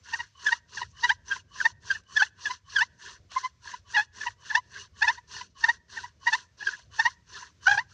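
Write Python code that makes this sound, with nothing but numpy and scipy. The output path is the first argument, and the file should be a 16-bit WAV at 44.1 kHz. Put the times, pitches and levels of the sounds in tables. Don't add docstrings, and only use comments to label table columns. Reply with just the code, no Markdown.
import sys
import numpy as np
from scipy import signal
from scipy.fft import rfft, irfft, next_fast_len
from scipy.io import wavfile
from scipy.ndimage import uniform_filter1d

SR = 44100
rng = np.random.default_rng(int(sys.argv[2]) if len(sys.argv) > 2 else 0)


def to_wav(s):
    ch = np.atleast_2d(s).T
    pcm = np.round(np.clip(ch, -1, 1) * 32767)
    wavfile.write(sys.argv[1], SR, pcm.astype(np.int16))


def voltage_ratio(level):
    return 10 ** (np.asarray(level, float) / 20)


N = 350065


def squeak():
    # frequency in Hz, overtone level in dB.
    overtone_spectrum = [(2300, 11.5), (3400, 8.5), (4400, 6), (6000, 0), (6800, -15.5), (7600, -30.5),
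                         (10000, -56)]
    rate_jitter, overtone_flutter_db, wander_rad, flutter_db = .016, 3.5, .55, 2.6
    onset_steepness, squareness = 1.2, 2.2
    octave, fundamental, upper, pull, weight = np.zeros((5, N)) + 1e-30
    for s, ms, hz, octave_db, fundamental_db, overtones_db, rise in binds():
        first = max(int((s - ms / 400) * SR), 0)
        last = min(int((s + ms / 400) * SR), N)
        near = np.arange(first, last)
        along = (near / SR - s) * 2000 / ms
        steepness = np.where(along < 0, onset_steepness, 1 / onset_steepness)
        swell = .5 ** (np.abs(along * steepness) ** squareness)
        force = np.hypot(voltage_ratio(octave_db), voltage_ratio(fundamental_db))
        octave[near] += voltage_ratio(octave_db) * swell
        fundamental[near] += voltage_ratio(fundamental_db) * swell
        upper[near] += force * voltage_ratio(overtones_db) * swell ** 1.66
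        pull[near] += hz * (1 + rise * np.tanh(along)) * (force * swell) ** 2
        weight[near] += (force * swell) ** 2
    rate_hz = uniform_filter1d(np.maximum(pull / weight, 700), size=60) * (1 + rate_jitter * drift(90))
    phase = 2 * np.pi * np.cumsum(rate_hz) / SR
    out = fundamental * voltage_ratio(flutter_db * drift(70)) * np.sin(phase)
    out += octave * voltage_ratio(flutter_db * drift(130)) * np.sin(2 * phase + 1)

    uneven = np.clip(9.0 * fundamental / np.hypot(fundamental, octave), 0, 1)
    shares = []
    for k in range(3, 12):
        share = voltage_ratio(at_hz(overtone_spectrum, k * rate_hz))
        shares.append(share * uneven if k % 2 else share)
    total = np.sqrt(sum(share ** 2 for share in shares))
    for k, share in enumerate(shares):
        wobble = drift(47)
        level = upper * share / total * voltage_ratio(overtone_flutter_db * wobble)
        out += level * np.sin((k + 3) * phase + 2.3 * k + wander_rad * wobble)
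    return np.sqrt(2) * out, upper


def binds():
    # time in seconds, length in ms, slip rate in Hz, force in dB.
    even_binds = [(.159, 6.4, 798, -38.5), (.469, 11, 853, -17), (.489, 11, 803, -25),
                  (.783, 11, 820.2, -34), (1.097, 10, 804.7, -18.5), (1.32, 16.6, 809, -23.5),
                  (1.605, 5.7, 851, -28.5), (1.613, 6, 774.6, -23), (1.911, 12.8, 802, -19.5),
                  (1.955, 12.6, 890, -34), (2.172, 12.1, 855, -15.5), (2.204, 20.6, 772.6, -19.5),
                  (2.46, 10, 868, -24.5), (2.472, 10, 813.7, -30.5), (2.768, 17, 822, -22),
                  (2.791, 15.3, 774, -21.5), (2.811, 11, 870.2, -23.5), (3.065, 6.7, 820, -39),
                  (3.677, 5.5, 852, -36.5), (4.215, 9.7, 864, -29.5), (4.509, 15, 873, -27),
                  (4.763, 12, 809, -41), (5.385, 8, 858, -41), (5.99, 9, 768.5, -35.5),
                  (6.613, 18, 825, -37), (6.69, 6.4, 779, -31), (6.674, 7.9, 823, -18.5),
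                  (6.738, 20, 852, -38.5), (7.354, 18.8, 877, -43.5), (7.672, 8.9, 739, -11)]
    hard_binds = [(.14, 12, 918.4, -23), (.206, 12, 934, -31.5), (.527, 12, 939, -19.5),
                  (.831, 7, 923.5, -34.5), (1.043, 17, 948.2, -20), (1.658, 13, 906.8, -15.5),
                  (2.227, 14, 862.3, -20), (3.953, 18, 941.6, -24), (3.968, 7, 902, -25),
                  (3.98, 26, 828.8, -21), (3.997, 5, 836.2, -25), (4.009, 25, 873, -31),
                  (4.284, 6, 920.6, -32.5), (4.556, 11, 889.4, -16.5), (5.026, 13, 866, -17),
                  (5.086, 17, 874.2, -16.5), (5.643, 10, 909, -15.5), (5.653, 7, 945, -31),
                  (5.694, 17, 933, -17.5), (5.975, 9, 914.6, -31.5), (6.279, 21, 944.5, -20),
                  (6.335, 15, 871.5, -18), (7.0, 14, 901, -15), (7.061, 16, 933.5, -18),
                  (7.682, 8, 806, -13.5), (7.697, 13, 804, -23), (7.716, 9.5, 829, -15),
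                  (7.746, 24, 799.5, -28), (7.779, 9, 806, -21), (7.792, 11, 925, -23)]
    light_binds = [(.194, 8, 960.8, -36), (.82, 9, 993, -29), (.775, 5.284, 900, -32.5),
                   (1.06, 15, 975, -32.5), (1.105, 7, 927.8, -24.5), (1.116, 15, 977.8, -29),
                   (1.365, 7, 1021, -37.5), (2.51, 16, 1003, -28), (2.822, 13, 936.2, -24.5),
                   (2.831, 11, 1031, -35.5), (3.37, 14, 1039, -24), (3.45, 22, 1020, -26.5),
                   (3.742, 12, 1000, -35.5), (4.271, 13, 973.8, -25), (4.531, 23, 1008, -40),
                   (4.575, 23, 996.2, -28), (5.047, 17, 958, -24.5), (5.103, 14, 1007, -28.5),
                   (5.183, 14, 963.8, -42), (5.367, 6, 897, -37.5), (5.416, 10, 985, -35.5),
                   (5.666, 11, 1033, -41.5), (6.046, 18, 971.7, -37.5), (6.628, 5, 874.4, -33.5),
                   (6.351, 11, 987.7, -28.5), (7.076, 16, 1013, -33), (7.429, 7.3, 981, -41.5),
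                   (7.727, 11, 812, -23), (7.806, 25, 1006, -42)]
    # slip rate in Hz, level in dB.
    even_lean = [(780, -45), (850, -36.5), (885, -24.5)]
    # slip rate in Hz, level in dB.
    uneven_lean = [(800, -7), (880, -13.5), (945, -6.5), (985, 11.5), (1040, 9.5)]
    # time in seconds, gain on the overtones in dB.
    bite_curve = [(0, -1), (.8, 0.5), (1.1, 5.5), (1.35, -1), (1.66, -4), (2.17, 2.5), (2.8, 5),
                  (3.37, -24), (3.45, -1), (3.98, 2), (4.51, -7), (4.56, 2.5), (5.1, 1), (5.65, -1.5),
                  (6.28, -0.5), (6.34, 7), (6.65, -3), (7.07, -0.5)]
    lead_in = -6, 7, -23, -13.5, .99
    even_trail = 8, 12, -15.5, -25.5, .95
    hard_trail = 6, 11, -22, -17.5, 1.04
    light_trail = 6, 11, -22, -17.5, 1.0
    # binds, lean, trail, overtones re squeak dB, relative change of slip rate through the bind
    kinds = [(even_binds, even_lean, even_trail, -15, -.02),
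             (hard_binds, uneven_lean, hard_trail, -12.5, .035),
             (light_binds, uneven_lean, light_trail, -14, .02)]
    for rows, lean, trail, edge_db, rise in kinds:
        for s, ms, hz, db in rows:
            parts = [(s, ms, hz, db, edge_db)]
            for gap_ms, part_ms, part_db, overtones_db, ratio in (lead_in, trail):
                at = s + (gap_ms + np.sign(gap_ms) * ms / 2) / 1000
                parts.append((at, part_ms, hz * ratio, db + part_db, overtones_db))
            for at, length_ms, rate_hz, force_db, overtones_db in parts:
                lean_db = at_hz(lean, rate_hz)
                octave_db = force_db - 10 * np.log10(1 + voltage_ratio(2 * lean_db))
                bite_db = np.interp(at, *np.transpose(bite_curve))
                yield at, length_ms, rate_hz, octave_db, octave_db + lean_db, overtones_db + bite_db, rise


def rasp(grit):
    # frequency in Hz, density in dB per Hz.
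    scratch_spectrum = [(1500, -28.5), (2350, -9.5), (2800, -2), (3700, -4), (4350, 1), (4900, -3),
                        (6200, 1.5), (7500, -15.5), (9600, -28.5), (10600, -49), (14000, -57)]
    # frequency in Hz, width in Hz, level in dB.
    wood_modes = [(674, 86, -17), (973.4, 75, 3), (1047, 210, -4), (1330, 340, -7.5), (1405, 290, -2),
                  (1676, 446, 1.5), (1950, 63, -18.5)]
    groan_modes = [(189, 100, -4), (402, 85, 0.5), (583, 77, -12.5)]
    slow_modes = [(1114, 90, -1.5), (2978, 72, -0.5)]
    socket_modes = [(2910, 190, 1.5), (4396, 120, 1), (6080, 230, -3.5)]
    knock_modes = [(2770, 410, 0.5), (2710, 160, -10)]
    clicks_per_s, grain_db = 5000, 2.0
    scratch_gain, ring_gain, groan_gain, slow_gain, pushing = stroke_gains()
    sizes = voltage_ratio(grain_db * np.minimum(rng.exponential(1, N), 5)) * rng.choice([-1, 1], N)
    clicks = rms_one(sizes * (rng.random(N) < clicks_per_s / SR))

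    scratch = patchy(coloured(clicks, scratch_spectrum), 1500, 1.4, count=7, patchy_db=2.6, rate_hz=24)
    scratch = scratch + voltage_ratio(-10.0) * modes(clicks, socket_modes, flicker_db=7.5)
    scratch = scratch * np.hypot(voltage_ratio(4.5) * scratch_gain, grit)
    ring = modes(clicks, wood_modes, flicker_db=4.5) * np.hypot(voltage_ratio(3.0) * ring_gain, voltage_ratio(2.0) * grit)
    groan = voltage_ratio(0.5) * groan_gain * modes(clicks, groan_modes, flicker_db=3)
    slow = voltage_ratio(-9.5) * slow_gain * modes(clicks, slow_modes, flicker_db=3)
    knock = voltage_ratio(8.0) * pushing * grit * modes(clicks, knock_modes, flicker_db=5.5)
    return scratch + ring + groan + slow + knock


def stroke_gains():
    # start in seconds, length in seconds, moment of top speed 0-1, rasp level in dB.
    strokes = [(0.008, 0.3, 0.46, -51), (0.313, 0.3, 0.6, -46.5), (0.65, 0.24, 0.57, -49),
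               (0.906, 0.27, 0.58, -49), (1.229, 0.21, 0.51, -49.5), (1.451, 0.29, 0.6, -47.5),
               (1.784, 0.25, 0.52, -50.5), (2.009, 0.3, 0.64, -47.5), (2.326, 0.28, 0.56, -49.5),
               (2.619, 0.27, 0.58, -49), (2.966, 0.25, 0.44, -52.5), (3.289, 0.24, 0.34, -50.5),
               (3.592, 0.23, 0.48, -52.5), (3.829, 0.25, 0.55, -50), (4.115, 0.25, 0.44, -50.5),
               (4.352, 0.27, 0.57, -52), (4.665, 0.23, 0.53, -51.5), (4.922, 0.3, 0.49, -49.5),
               (5.263, 0.24, 0.41, -49.5), (5.537, 0.26, 0.46, -49), (5.878, 0.27, 0.33, -51.5),
               (6.175, 0.31, 0.48, -51), (6.566, 0.32, 0.32, -52), (6.889, 0.28, 0.46, -49.5),
               (7.248, 0.3, 0.43, -52.5), (7.595, 0.27, 0.41, -47.5), (7.847, 0.22, 0.54, -61)]
    # time in seconds, level in dB.
    lingers = [
        (.3, -78),
        (.89, -72),
        (2.95, -81.5),
        (4.65, -74.5),
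        (5.5, -79),
        (6.85, -81),
    ]
    rising_power, falling_power = (2.38, 2.67), (2.17, 1.88)
    ring_db, groan_db = (1, 1), (-12.5, -16.5)
    gather_share, linger_s = .42, 0.051
    gains, t = np.zeros((5, N)), np.arange(N) / SR
    for k, (s, length_s, top, rasp_db) in enumerate(strokes):
        pull = k % 2
        near = np.arange(max(int(s * SR), 0), min(int((s + length_s) * SR), N))
        warp = np.log(.5) / np.log(np.clip(top, .15, .85))
        travel = np.clip((near / SR - s) / length_s, 0, 1) ** warp
        arc = np.sin(np.pi * travel) ** np.where(travel < .5, rising_power[pull], falling_power[pull])
        gains[:3, near] += voltage_ratio(rasp_db + np.array([[0], [ring_db[pull]], [groan_db[pull]]])) * arc
        gather = np.sin(np.pi * np.minimum(travel / gather_share, 1)) ** 2
        gains[3, near] += pull * voltage_ratio(rasp_db) * gather
        gains[4, near] = 1 - pull
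    gains[0] += sum(voltage_ratio(db) * np.exp(-((t - s) / linger_s) ** 2) for s, db in lingers)
    return gains


def ticks():
    # time in seconds, peak level in dB.
    snaps = [
        (0.063, -52),
        (2.035, -56),
        (3.316, -35),
        (4.16, -52),
        (6.791, -43),
        (7.278, -54),
        (7.897, -56),
    ]
    out, t = np.zeros(N), np.arange(600) / SR
    for s, db in snaps:
        at = int(s * SR)
        puff = rng.standard_normal(600) * np.exp(-t / .004) * np.tanh(t / .001)
        out[at:at + 600] += voltage_ratio(db) * puff
    return signal.sosfilt(signal.butter(6, [600, 6800], "band", fs=SR, output="sos"), out)


def echo(x):
    level_db, t60_s, gap_s = -47, 0.29, 0.13
    t = np.arange(SR) / SR
    tail = rng.standard_normal(SR) * voltage_ratio(-60 * t / t60_s) * np.tanh((t / gap_s) ** 2)
    tail = signal.lfilter([1], [1, -.6], tail)
    return voltage_ratio(level_db) * signal.fftconvolve(x, tail / np.sqrt(np.sum(tail ** 2)))[:N]


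def background():
    # frequency in Hz, density in dB per Hz.
    rumble_spectrum = [(15, -32), (25, -29.5), (65, -0.5), (91, 1), (283, -22.5), (412, -23.5), (700, -24),
                       (910, -44.5), (1540, -120)]
    # frequency in Hz, density in dB per Hz.
    hiss_spectrum = [(500, -27.5), (1000, -2), (1800, -2), (3000, -5), (6200, -3), (7500, -13.5),
                     (10000, -31), (14000, -28)]
    rumble = coloured(rng.standard_normal(N), rumble_spectrum)
    rumble = patchy(rumble, 25, 2, count=5, patchy_db=3.6, rate_hz=6)
    hiss = coloured(rng.standard_normal(N), hiss_spectrum) * voltage_ratio(-75.5 + 2 * drift(1.0))
    return rumble_gain() * rumble + hiss


def rumble_gain():
    # time in seconds, level in dB.
    traffic = [
        (0.0, -65.5),
        (1.66, -57.5),
        (3.0, -65.5),
        (5.0, -61),
        (7.94, -64),
    ]
    # time in seconds, level in dB.
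    jolts = [
        (2.78, -59),
        (3.201, -66),
        (3.91, -63),
        (6.9, -56.5),
        (7.72, -51),
    ]
    rise_s, fall_s = 0.031, 0.074
    t = np.arange(N) / SR
    swells = sum(voltage_ratio(db) * np.exp(np.minimum((t - s) / rise_s, (s - t) / fall_s)) for s, db in jolts)
    return voltage_ratio(np.interp(t, *np.transpose(traffic))) + swells


def rms_one(x):
    return x / np.sqrt(np.mean(x ** 2) + 1e-20)


def at_hz(points, hz):
    curve_hz, curve_db = np.transpose(points)
    return np.interp(np.log(hz), np.log(curve_hz), curve_db)


def drift(rate_hz):
    r = np.exp(-2 * np.pi * rate_hz / SR)
    return rms_one(signal.lfilter([1], [1, -2 * r, r * r], rng.standard_normal(N + SR))[SR:])


def coloured(x, spectrum):
    size = next_fast_len(N)
    hz = np.maximum(np.arange(size // 2 + 1) * SR / size, 1)
    return rms_one(irfft(rfft(x, size) * voltage_ratio(at_hz(spectrum, hz)), size)[:N])


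def resonate(x, hz, width_hz):
    r = np.exp(-np.pi * width_hz / SR)
    zeros = np.array([1, 0, -1]) * (1 - r * r) / 2
    return signal.lfilter(zeros, [1, -2 * r * np.cos(2 * np.pi * hz / SR), r * r], x)


def modes(x, rows, flicker_db):
    out = np.zeros(N)
    for k, (hz, width_hz, db) in enumerate(rows):
        ringing = resonate(resonate(x, hz, width_hz), hz, width_hz)
        out += (-1) ** k * voltage_ratio(db + flicker_db * drift(33.0)) * ringing
    return rms_one(out)


def patchy(x, low_hz, step, count, patchy_db, rate_hz):
    out = np.zeros(N)
    for k in range(count):
        hz = low_hz * float(step) ** k
        band = signal.butter(2, [hz, step * hz], "band", fs=SR, output="sos")
        out += (-1) ** k * signal.sosfilt(band, x) * voltage_ratio(patchy_db * drift(rate_hz))
    return rms_one(out)


def scene():
    tone, edge = squeak()
    drill = tone + rasp(grit=voltage_ratio(-8.5) * edge) + ticks()
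    mid = drill + echo(drill) + background()
    treble = signal.butter(8, 6200, "high", fs=SR, output="sos")
    side = voltage_ratio(-12) * signal.sosfilt(treble, np.roll(mid, 400))
    return np.array([mid + side, mid - side])


def top_cut(x):
    return signal.sosfilt(signal.butter(12, 14300, fs=SR, output="sos"), x)


def record(dry):
    return top_cut(dry)


dry = scene()
out = record(dry)
to_wav(out)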